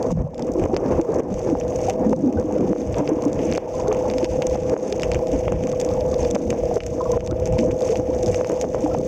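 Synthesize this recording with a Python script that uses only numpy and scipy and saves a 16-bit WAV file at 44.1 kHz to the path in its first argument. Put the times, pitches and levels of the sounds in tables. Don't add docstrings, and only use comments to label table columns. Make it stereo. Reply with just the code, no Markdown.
import sys
import numpy as np
from scipy import signal
from scipy.fft import rfft, irfft, next_fast_len
from scipy.io import wavfile
from scipy.ndimage import uniform_filter1d, minimum_filter1d, map_coordinates

SR = 44100
rng = np.random.default_rng(int(sys.argv[2]) if len(sys.argv) > 2 else 0)


def dump_mix(stems):
    frames = np.atleast_2d(stems).T
    limited = np.clip(frames, -1, 1)
    pcm = np.round(limited * 32767).astype(np.int16)
    wavfile.write(sys.argv[1], SR, pcm)


N = 399987
T = np.arange(N) / SR

NOTCH_HZ, FLANK_HZ = 3400, 5420
# frequency in Hz, relative level in dB.
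HOUSING_COLOUR = [(900, -14), (1500, -13.5), (2400, -6), (3000, -9.5), (3600, -11), (4000, -22),
                  (4400, -16), (5500, -2.5), (6050, -0.5), (6300, 2.5), (6550, -0.5), (6900, -12),
                  (8500, -21.5), (9500, -21.5), (16000, -31.5)]


def amp(db):
    return 10 ** (np.asarray(db) / 20)


def unit(x):
    return x / np.sqrt(np.mean(x ** 2) + 1e-20)


def along(points, hz, column=1):
    rows = np.transpose(points)
    return np.interp(np.log(hz + 1), np.log(rows[0] + 1), rows[column])


def closed(points):
    below, above = (points[0][0] / 2, -80), (points[-1][0] * 2, -80)
    return lambda hz: amp(along([below, *points, above], hz))


def wobble(rate):
    knots = rng.standard_normal(int(N * rate / SR) + 4)
    return map_coordinates(knots, [np.arange(N) * rate / SR])


def noise():
    return rng.standard_normal(N)


def filtered(x, response):
    m = next_fast_len(N + 8192)
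    return irfft(rfft(x, m) * response(np.fft.rfftfreq(m, 1 / SR)), m)[..., :N]


def causal(gain):
    def response(hz):
        cepstrum = irfft(np.log(gain(hz) + 1e-6))
        half = len(cepstrum) // 2
        ring = np.exp(rfft(np.r_[cepstrum[0], 2 * cepstrum[1:half], np.zeros(half)]))
        return ring / np.abs(irfft(ring)).max()
    return response


def ports(x, diffuse):
    # frequency in Hz, left minus right in dB, left lead in radians, likeness 0-1.
    port_pair = [(90, -2.6, 0.1, 0.7), (300, -4.2, -0.0, 0.98), (430, -7.1, 0.2, 0.91),
                 (500, -8.6, 0.9, 0.84), (570, -4.0, 1.1, 0.78), (700, -0.5, 0.4, 0.92),
                 (1000, 0.4, 0.1, 0.98), (2000, 0.1, -0.2, 0.93), (2500, -3.2, -0.5, 0.88),
                 (2900, -7.6, -0.2, 0.81), (3200, -6.1, 0.7, 0.64), (4500, -2.2, 1.4, 0.88),
                 (6300, 3.7, 2.4, 0.85), (6800, 8.2, 4.4, 0.19), (7200, 5.6, 6.4, 0.67),
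                 (8500, -0.6, 7.7, 0.62), (10000, -1.3, 9.4, 0.4), (12000, -3.5, 7.6, 0.26)]
    half_gain = lambda hz: amp(along(port_pair, hz) / 2)
    angle = lambda hz: diffuse * np.arccos(np.clip(along(port_pair, hz, column=3), 0, 1)) / 2

    def both(hz):
        shared_phase = np.exp(1j * np.angle(causal(half_gain)(hz)))
        right = np.exp(-1j * along(port_pair, hz, column=2)) / half_gain(hz)
        return shared_phase * [half_gain(hz), right]

    z = signal.stft(x, nperseg=512)[2]
    random_phase = np.exp(2j * np.pi * rng.random(z.shape))
    scrambled = signal.istft(z * random_phase, nperseg=512)[1][:N]
    alike = filtered(x, lambda hz: both(hz) * np.cos(angle(hz)))
    unlike = filtered(scrambled, lambda hz: 0.65 * both(hz) * np.sin(angle(hz)) * [[1], [-1]])
    return alike + unlike


def rings(s, size, hz, cycles, rise, length=3000):
    t = np.arange(length) / SR
    age = t * (hz / cycles)[:, None]
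    envelope = np.exp(-age) * (1 - np.exp(-6 * age))
    shape = envelope * np.sin(2 * np.pi * hz[:, None] * t * (1 + rise * age / 2))
    shape = shape * (size / np.abs(shape).max(axis=1))[:, None]
    at = np.round(s * SR).astype(int)[:, None] + np.arange(length)
    return np.bincount(at.ravel(), shape.ravel(), N + length)[:N]


def swarm(count, centre_hz, spread, cycles, uneven_db, rise, size):
    place, loud = rng.random((2, count))
    centre = np.broadcast_to(centre_hz, N)[(place * N).astype(int)]
    hz = centre * np.exp(spread * rng.standard_normal(count))
    peaks = amp(-uneven_db * np.log(loud + 0.026))
    return unit(rings(place * N / SR, peaks, hz, np.full(count, cycles), rise, size))


def surging(calm_db, surges):
    swell_db_per_s, fade_db_per_s = 244, 105
    db = np.full(N, float(calm_db))
    for s, hold_s, top_db, *_ in surges:
        away_db = np.maximum(swell_db_per_s * (s - T), fade_db_per_s * (T - s - hold_s))
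        db = np.maximum(db, top_db - np.maximum(0, away_db))
    return amp(db)


def impulses(s, db):
    return np.bincount(np.round(s * SR).astype(int), amp(db), N)


def snapped(low, flank, top):
    def scattered(spikes, size, t60):
        tail = amp(-60 * np.arange(1, 2500) / SR / t60)
        return spikes + size * noise() * signal.fftconvolve(spikes, tail)[:N]

    below = lambda hz, edge_hz: 1 / (1 + (hz / edge_hz) ** 14)
    housing = lambda hz: closed(HOUSING_COLOUR)(hz) / (1 + (hz / 11000) ** 4)
    shares = (lambda hz: below(hz, NOTCH_HZ),
              lambda hz: below(hz, FLANK_HZ) - below(hz, NOTCH_HZ),
              lambda hz: 1 - below(hz, FLANK_HZ))
    echoes = ((0.035, 0.05), (0.12, 0.007), (0.14, 0.013))
    return sum(filtered(scattered(spikes, *echo), causal(lambda hz: housing(hz) * share(hz)))
               for spikes, echo, share in zip((low, flank, top), echoes, shares))


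def hiss():
    return amp([[-63], [-60.5]]) * filtered(rng.standard_normal((2, N)), lambda hz: (hz / 10000) ** 0.73)


def fizz():
    shared_db = 1.5 * wobble(7) + 3 * wobble(110)
    low = lambda hz: 1 / (1 + (hz / NOTCH_HZ) ** 8)
    colour = closed(HOUSING_COLOUR)
    dull = amp(3.4 * wobble(7.4) + 1.3 * wobble(40)) * filtered(noise(), lambda hz: colour(hz) * low(hz))
    bright = amp(1.2 * wobble(12)) * filtered(noise(), lambda hz: colour(hz) * (1 - low(hz)))
    return amp(-45) * unit(amp(shared_db) * (dull + bright))


def crackle():
    fires = rng.random(N) < 320 / SR * amp(6 * wobble(9))
    size = fires * amp(4.5 * rng.exponential(size=N).clip(0, 2.3))
    low, flank, top = size * amp([[-10], [-6], [-1]]) * amp(4.8 * rng.standard_normal((3, N)))
    return amp(-41.0) * unit(snapped(low, flank, top))


def snaps():
    # time in seconds, level in dB in the low cavity, on the high one's flank, at its top.
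    near_snaps = [(0.0278, -38, -23, -20.5), (0.1172, -42.5, -29.5, -26), (0.3446, -40, -29, -35),
                  (0.3797, -38, -32.5, -31.5), (0.3942, -31, -35, -25.5), (0.423, -37, -22, -26),
                  (0.5184, -55, -41, -24), (0.537, -55, -40, -24.5), (0.5959, -28.5, -35, -30),
                  (0.6387, -26, -45, -27), (0.654, -37, -42.0, -30), (0.744, -26.5, -26, -35),
                  (0.7651, -21.5, -15.5, -28), (0.771, -34.5, -32, -26), (0.8613, -36, -29, -39),
                  (1.0134, -32, -31, -25.5), (1.1427, -50, -44, -26), (1.147, -41, -32, -27.5),
                  (1.1956, -38, -43, -29), (1.2027, -36, -45.5, -46.0), (1.3416, -35, -32, -26.5),
                  (1.3924, -36, -36, -25), (1.4996, -34, -34.0, -30.5), (1.6002, -37, -30.5, -23),
                  (1.6114, -25, -38, -42), (1.6799, -39, -31.0, -33), (1.7605, -34, -38, -22.5),
                  (1.8146, -51, -37, -24.5), (1.8866, -33, -33.0, -24), (1.898, -18.5, -17, -14.0),
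                  (1.9051, -25, -28, -24), (2.0951, -49, -33, -29), (2.1633, -55, -39, -32.5),
                  (2.3265, -36, -43.5, -31.0), (2.3983, -57, -32, -25), (2.5242, -36, -41, -27.5),
                  (2.5842, -36, -38, -34.5), (2.6081, -37, -50, -31), (2.8166, -47.5, -32, -35.5),
                  (2.9264, -51, -40, -27), (2.9432, -25, -26, -39), (2.966, -48.0, -33, -30.5),
                  (2.9836, -31, -30, -18.5), (3.076, -20.5, -22, -30), (3.091, -34, -47, -22.5),
                  (3.2224, -33.0, -26, -23), (3.2377, -33, -35, -28), (3.252, -45.0, -30.0, -22.5),
                  (3.2815, -40, -38, -32), (3.3302, -38, -29.5, -23.5), (3.3915, -25.5, -38.5, -34),
                  (3.4557, -56, -45, -33.5), (3.5148, -29, -30.5, -21.5), (3.5245, -20, -19, -27.5),
                  (3.536, -32, -30, -25), (3.551, -22, -32, -23), (3.5592, -29.5, -28, -24),
                  (3.5755, -30, -19.5, -23.5), (3.579, -33, -46, -30), (3.7522, -60.0, -34, -25),
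                  (3.8812, -41, -24, -23), (3.9172, -22, -43.0, -48), (3.9273, -39, -27, -21.5),
                  (3.947, -27, -40, -28.0), (3.9675, -38, -32.5, -37), (3.9897, -42, -34, -34),
                  (4.1001, -21.5, -19, -30), (4.113, -28, -29, -23.5), (4.137, -25.0, -28, -27.5),
                  (4.1829, -21.5, -14, -21), (4.2284, -27, -31.0, -35), (4.2447, -20.5, -18, -19),
                  (4.2533, -25, -29.5, -42), (4.4211, -16.5, -18, -20.5), (4.4267, -25, -37, -36),
                  (4.4686, -26.5, -24, -13.5), (4.4975, -44, -31, -26), (4.634, -35, -34.5, -31),
                  (4.6962, -27, -23, -23.5), (4.9007, -45, -40.5, -27.5), (4.9251, -21, -12.5, -20),
                  (4.9967, -24, -26.0, -28), (5.01, -44, -29, -31), (5.0204, -40, -21, -22),
                  (5.0329, -12.5, -18, -16.5), (5.04, -32, -40.0, -35), (5.1168, -15, -18, -19),
                  (5.1356, -45, -22, -41), (5.146, -18, -22, -21.0), (5.1551, -25.0, -39, -40),
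                  (5.2708, -31, -27.5, -28.5), (5.2826, -50, -42, -31), (5.3172, -43, -33, -28),
                  (5.4809, -19, -46, -40.0), (5.5213, -29, -45, -24), (5.637, -25.5, -36, -26.5),
                  (5.671, -28, -29, -23.5), (5.6985, -59.5, -32, -27.0), (5.7168, -28, -28.5, -26),
                  (5.7263, -39, -34.0, -30.5), (5.7997, -29, -19, -14.5), (5.8032, -37, -30.0, -22.5),
                  (5.8133, -26, -15, -14), (5.8485, -32.5, -31, -19), (5.864, -49, -40, -33),
                  (5.8893, -33, -24, -32), (5.9134, -41.0, -29, -33), (5.9373, -59.5, -40, -25),
                  (6.0082, -41.0, -27, -29), (6.0633, -48.5, -40, -29), (6.1178, -54, -31, -27),
                  (6.1423, -28, -18, -23), (6.204, -46, -43, -30), (6.2497, -26, -22.5, -30),
                  (6.3036, -51, -35, -27), (6.3101, -32, -19.5, -14), (6.3486, -23, -34, -20),
                  (6.3532, -23, -18, -22.5), (6.5041, -18, -17, -14.5), (6.5116, -35, -37, -29),
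                  (6.6553, -51, -34.5, -28), (6.7418, -43.0, -32, -22.5), (6.758, -39.5, -29, -21.5),
                  (6.8044, -20.5, -26, -37), (6.8353, -30, -29, -31), (6.8649, -27.5, -29, -17),
                  (7.0162, -50, -34, -31.5), (7.1177, -31, -23, -17), (7.2061, -28, -33, -34),
                  (7.2632, -37, -32.0, -24.5), (7.2744, -29.5, -23, -25), (7.3109, -39, -25, -28.0),
                  (7.3988, -38, -35, -24), (7.4568, -30, -23, -18.5), (7.463, -32, -33, -31),
                  (7.4673, -37.5, -33.5, -28), (7.474, -32, -32, -21), (7.5245, -33, -39.5, -24.5),
                  (7.5844, -26, -28, -24), (7.5892, -15.5, -16, -20.5), (7.5975, -28, -28, -28),
                  (7.6417, -43, -44, -26.5), (7.71, -26, -46.0, -41), (7.7151, -35, -29.5, -25.5),
                  (7.8072, -31, -31, -20), (7.8207, -37.0, -23, -22.5), (7.8897, -25, -34, -34),
                  (7.907, -31, -31.0, -26.5), (7.9199, -30, -27, -31), (7.9354, -63, -44, -35),
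                  (7.9566, -20.5, -21, -28), (7.9711, -36, -30.5, -22), (8.148, -44.5, -38.5, -26),
                  (8.1785, -56, -38, -35), (8.1874, -51, -31, -30.5), (8.2283, -43.5, -29, -21),
                  (8.2321, -27, -24, -22.5), (8.2417, -59, -45, -34), (8.2612, -36, -17.5, -19.5),
                  (8.2683, -41.5, -32.0, -29), (8.2788, -41.5, -28, -26.5), (8.2856, -41, -30, -28),
                  (8.3154, -49, -35.0, -24.5), (8.345, -18.5, -16, -22), (8.4123, -31, -42.0, -47.0),
                  (8.446, -24, -28, -33), (8.4719, -37.0, -29, -23), (8.494, -37, -33, -21.5),
                  (8.5184, -31.0, -30.5, -18), (8.5596, -49.0, -36, -34), (8.6128, -23, -19, -13),
                  (8.6233, -35.0, -30, -26), (8.7023, -56, -36, -34), (8.7458, -31, -39.0, -50),
                  (8.752, -40.0, -45, -32.0), (8.783, -50, -39, -38), (8.9412, -45, -39.5, -31.5),
                  (8.9855, -42, -30.0, -23), (9.013, -51, -41, -36), (9.051, -49, -40.0, -28.5)]
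    s, *levels_db = np.transpose(near_snaps)
    return snapped(*(impulses(s, db) for db in levels_db))


def slosh():
    # frequency in Hz, relative level in dB.
    slosh_colour = [(12, -35), (20, -4.5), (65, 4), (160, -5), (210, -11.5), (350, -120)]
    # start in seconds, hold in seconds, level in dB.
    low_surges = [(0.145, 0.095, -7.5), (.75, 0.21, -24), (1.308, 0.017, -18.5), (1.778, 0.015, -18.5),
                  (2.045, 0.025, -22.5), (2.4, .02, -17), (2.623, 0.016, -20), (2.902, 0.054, -20.5),
                  (3.376, 0.028, -22.5), (3.83, .02, -23), (4.32, 0.37, -24.5), (5.043, .12, -23),
                  (5.532, 0.013, -13), (6.23, 0.018, -28), (6.482, 0.018, -21), (6.85, 0.022, -15.5),
                  (7, 0.52, -21), (7.655, 0.016, -15.5), (7.97, 0.37, -25), (8.644, 0.36, -25.5)]
    lumps = amp(3.8 * wobble(16)) * filtered(noise(), closed(slosh_colour))
    return surging(-27.5, low_surges) * unit(lumps)


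def gurgle():
    # start in seconds, hold in seconds, level in dB, centre pitch in Hz.
    gurgle_bursts = [(0.14, 0.057, -8.5, 162), (0.434, 0.046, -18, 295), (0.7, 0.2, -19.5, 331),
                     (1.194, 0.11, -23, 243), (1.526, 0.012, -25, 275), (2.05, 0.27, -13, 254),
                     (2.547, 0.21, -15, 292), (3.253, 0.25, -21, 299), (3.943, 0.51, -30.5, 297),
                     (4.544, 0.14, -27.5, 269), (5.64, 0.012, -22, 239), (6.352, 0.13, -21.5, 284),
                     (6.85, 0.12, -28.5, 253), (7.213, 0.12, -31, 274), (7.631, 0.025, -17.5, 272),
                     (8.256, 0.015, -30, 216), (8.652, 0.018, -26, 276), (8.964, 0.039, -21, 244)]
    s, hold_s, _, hz = np.transpose(gurgle_bursts)
    pitch_hz = np.interp(T, s + hold_s / 2, hz)
    bubbles = swarm(count=1800, centre_hz=pitch_hz, spread=0.2444, cycles=2.67, uneven_db=1.5,
                    rise=0.031, size=2600)
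    return surging(-34.5, gurgle_bursts) * bubbles


def wash():
    # frequency in Hz, relative level in dB.
    wash_colour = [(100, -3.5), (200, -2.5), (400, 0.5), (500, 4), (570, -1.5), (650, -7), (820, -13.5),
                   (1000, -18), (1300, -29.5), (1700, -29), (2500, -38)]
    # time in seconds, level in dB.
    wash_curve = [(0, -17), (.11, -18.5), (.2, -17), (.5, -24), (.75, -18.5), (1.1, -19.5), (1.3, -20.5),
                  (1.6, -25), (2.6, -19.5), (2.8, -27), (3, -19.5), (3.6, -26.5), (3.85, -22), (4.5, -27.5),
                  (4.7, -23), (5.3, -29), (6.3, -27), (8.4, -27), (8.65, -25.5), (9, -28.5)]
    wash_db = np.interp(T, *np.transpose(wash_curve))
    rush = unit(amp(4.4 * wobble(25) + 1.22 * wobble(8)) * filtered(noise(), closed(wash_colour)))
    fine = swarm(count=1400, centre_hz=634.6, spread=0.204, cycles=3.9, uneven_db=2.0, rise=0.042, size=1000)
    chirps = swarm(count=2400, centre_hz=1005, spread=0.13, cycles=3.8, uneven_db=1.5, rise=0.025, size=1500)
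    chirp_db = -23.5 + 0.63 * (wash_db - wash_db.mean())
    return amp(wash_db) * (rush + amp(-7.5) * fine + amp(chirp_db) * chirps)


def water():
    return ports(slosh(), diffuse=1.7) + ports(gurgle() + wash(), diffuse=1.9)


def single_bubbles():
    # start in seconds, level in dB, starting pitch in Hz, decay time in cycles.
    near_bubbles = [(.039, -23.5, 624, 19), (0.058, -22, 249, 5.3), (0.123, -16.5, 164.3, 4.3),
                    (0.166, -19, 153, 1.6), (0.173, -20, 535, 2.8), (.205, -22, 130, 1.8),
                    (0.214, -26, 574, 1.6), (.24, -16, 147.6, 2.7), (0.266, -22.5, 550, 4.9),
                    (0.555, -17, 335, 2.6), (.577, -14, 343, 2.8), (.593, -12.5, 335, 3),
                    (.6385, -11.5, 344, 1.8), (.71, -25.5, 766, 13), (0.734, -9.5, 360, 2.2),
                    (.992, -2, 322, 2.1), (1.09, -11, 428, 3.4), (1.311, -19, 191, 3.6),
                    (1.322, -15, 422, 1.2), (1.486, -16, 327, 5.7), (1.525, -9.5, 280, 1.9),
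                    (1.552, -16, 790, 1.7), (1.859, -23.5, 100.5, 5), (1.882, -15.5, 759, 8.6),
                    (2.031, -21, 218.4, 19), (2.06, -7, 212.8, 4), (2.107, -16, 225, 3.7),
                    (2.128, -17, 830, 2.3), (2.13, -13, 507, 5.8), (2.236, -10, 298, 3.3),
                    (2.264, -10.5, 248, 4.1), (2.28, -30, 806, 16), (2.343, -26.5, 241, 15),
                    (2.36, -18.5, 83.5, 3), (2.37, -27, 776, 8.1), (2.372, -35, 1490, 12),
                    (2.385, -19, 492, 7.4), (2.443, -17.5, 309, 5.7), (2.488, -21, 298, 6.3),
                    (2.559, -18, 578, 7.6), (2.598, -12, 463, 2.4), (2.607, -17.5, 289, 3.4),
                    (2.754, -24.5, 478, 5.9), (2.962, -21.5, 560, 4), (3.007, -16, 287, 7),
                    (3.116, -10.5, 308, 4), (3.168, -13.5, 283, 1.3), (3.261, -11, 287, 3.6),
                    (3.403, -16, 282, 2.7), (3.452, -19, 313, 4.7), (3.741, -32, 995, 11),
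                    (3.793, -29, 980, 7.6), (3.872, -35, 1390, 6.7), (3.882, -13, 424, 8.2),
                    (3.925, -24, 820, 2.4), (4.01, -27, 870, 6.4), (4.05, -25, 836, 14),
                    (4.147, -19.5, 268, 5.5), (4.231, -11, 333, 2.9), (4.389, -18.5, 550, 4.6),
                    (4.367, -25, 142, 5.5), (4.546, -20.5, 153, 0.96), (4.732, -15, 429, 1.6),
                    (4.919, -18.5, 411, 6.4), (5.33, -17, 278, 6.7), (5.519, -19, 489, 4),
                    (5.66, -37, 1060, 12), (5.734, -29, 1080, 4.1), (5.861, -21.5, 301, 3.4),
                    (6.015, -17, 592, 8.6), (6.129, -34, 1130, 6.9), (6.213, -19, 64, 1.9),
                    (6.357, -10.5, 562, 1.3), (6.611, -27.5, 105.6, 3.9), (6.635, -12, 555, 3.8),
                    (6.712, -17.5, 710, 4.2), (6.764, -8, 433, 1.7), (7.007, -20, 1000, 9.2),
                    (7.003, -32, 1230, 9.4), (7.053, -29.5, 1104, 14), (7.054, -31, 955, 14),
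                    (7.056, -43, 1390, 7.9), (7.105, -36, 940, 8), (7.135, -42, 1420, 5.8),
                    (7.248, -37, 885, 4), (7.298, -43, 1100, 5.3), (7.316, -39, 1410, 7),
                    (7.092, -17.5, 493, 12), (7.122, -17.5, 475, 5.1), (7.132, -25.5, 995, 11),
                    (7.169, -8.5, 500, 3.3), (7.309, -37, 1280, 8), (7.321, -15, 332, 2),
                    (7.42, -14.5, 494, 7), (7.583, -14.5, 224, 5.8), (7.589, -14, 334, 3.6),
                    (7.632, -16, 601, 7.3), (7.648, -10, 502, 9.1), (7.813, -12.5, 577, 2.7),
                    (7.822, -19, 503, 8.5), (7.894, -14.5, 441, 9.9), (7.928, -22, 652, 7.1),
                    (7.989, -17.5, 288, 3.4), (8.086, -16.5, 295, 3.4), (8.088, -18.5, 489, 11),
                    (8.239, -16.5, 345, 3.6), (8.273, -18.5, 101.5, 2.7), (8.334, -21.5, 95.5, 2.1),
                    (8.493, -26, 310, 4.5), (8.839, -12, 298, 4.9), (8.862, -14.5, 764, 2.2),
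                    (8.912, -36, 1310, 12), (8.948, -11.5, 700, 1.7)]
    s, db, hz, cycles = np.transpose(near_bubbles)
    return rings(s, amp(db), hz, cycles.clip(.5, 30), rise=0.014)


def taps():
    # start in seconds, level in dB.
    housing_taps = [(.489, -21.5), (.659, -13), (.741, -13), (0.7651, -10), (.618, -19), (.891, -31),
                    (.997, -7.5), (1.166, -29), (1.199, -13.5), (1.49, -15.5), (2.131, -8.5),
                    (2.731, -12.5), (2.761, -18.5), (2.977, -14), (3.579, -7), (3.876, -20), (3.927, -11.5),
                    (4.011, -36), (4.555, -14.5), (4.739, -14), (4.765, -11.5), (5.032, -20.5), (5.48, -8),
                    (5.522, -10.5), (5.61, -25.5), (6.347, -23), (6.362, -2), (6.527, -12), (6.769, -7),
                    (7.174, -12), (7.053, -24), (7.328, -19.5), (7.997, -14.5), (8.411, -3), (8.446, -16),
                    (8.498, -9.5), (8.642, -13), (8.746, -7.5), (8.95, -15)]
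    tap_hz, rise_s, fall_s = 535, 0.001194, 0.0018
    s, db = np.transpose(housing_taps)
    t = np.arange(-200, 600) / SR
    push = -np.cos(2 * np.pi * tap_hz * t) * np.exp(np.minimum(t / rise_s, -t / fall_s))
    first_contact = 0.53 * np.exp(-((t + .3 / tap_hz) / 0.00038) ** 2 * 4)
    return signal.fftconvolve(impulses(s + rise_s, db), push + first_contact)[200:N + 200]


def engine():
    # multiple of the engine cycle, level in dB around which the tone wavers.
    hull_tones = [(14, -45.5), (18, -51), (22, -38), (24, -40.5), (30, -44.5), (31, -45.5), (32, -29),
                  (33, -32.5), (34, -26), (35, -33), (36, -53), (37, -42), (38, -41), (39, -45.5),
                  (40, -40.5), (41, -40), (42, -38), (43, -36.5), (44, -46), (45, -57), (46, -52),
                  (47, -46), (48, -59), (49, -58), (50, -60), (51, -55), (52, -54.5), (53, -57),
                  (54, -50.5), (55, -47.5), (56, -50.5), (57, -67.5), (58, -66)]
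    cycle_hz = 14.985
    drone = np.zeros(N)
    for k, db in hull_tones:
        start_s = .0557 if k < 37 else .005
        quarter = np.pi / 2 * (k % 2) * (k < 46)
        level = np.sqrt(2) * amp(db + 1.35 * wobble(6) + 2.0 * wobble(1.496))
        waver = 0.34 * wobble(9)
        drone += level * np.cos(2 * np.pi * k * cycle_hz * (T - start_s) + quarter + waver)
    return drone


def beside():
    passing = uniform_filter1d(1. * (T > 0.1145) * (T < .285), size=600)
    return amp(np.outer([3.5, -11.5], passing))


def sinking():
    # time in seconds, depth in dB before a brief smoothing.
    level_drops = [(0, -9.5), (0.129, -22), (0.223, -20), (0.278, -23), (0.664, -10), (0.747, -11),
                   (1.001, -10), (1.207, -15.5), (1.331, -10.5), (1.533, -6.5), (1.911, -5), (2.075, -6.5),
                   (2.135, -15.5), (2.282, -11.5), (2.417, -10.5), (2.584, -8.5), (2.732, -12), (3.014, -8),
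                   (3.121, -7.5), (3.296, -7.5), (3.585, -11.5), (4.054, -2.5), (4.253, -4.5),
                   (4.562, -8.5), (4.744, -13), (5.366, -3), (5.482, -5.5), (5.525, -7.5), (6.312, -4),
                   (6.368, -8), (6.521, -6), (6.784, -15), (7.173, -11), (7.321, -7), (7.647, -7),
                   (7.913, -2), (8.01, -5.5), (8.416, -4.5), (8.653, -7), (8.953, -4.5)]
    recovery_s = 0.17
    db = np.zeros(N)
    for s, depth_db in level_drops:
        db = np.minimum(db, depth_db * np.exp(-np.abs(T - s) / recovery_s) * (T >= s))
    return amp(uniform_filter1d(db, size=130))


def scene():
    reef = ports(fizz(), diffuse=1.3) + ports(crackle(), diffuse=1.8)
    steady = hiss() + reef + water() * beside() + ports(engine(), diffuse=0)
    near = ports(single_bubbles() + taps(), diffuse=0.23) * beside()
    return steady * sinking() + near + ports(snaps(), diffuse=0.3)


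def record(dry):
    top_hz, bass_cut_hz = 15750, 25
    needed = np.minimum(1, 0.47 / (np.abs(dry).max(axis=0) + 1e-9))
    gain = uniform_filter1d(minimum_filter1d(needed, size=200), size=200)
    return filtered(dry * gain, lambda hz: (hz < top_hz) * hz ** 2 / (hz ** 2 + bass_cut_hz ** 2))


dry = scene()
out = record(dry)
dump_mix(out)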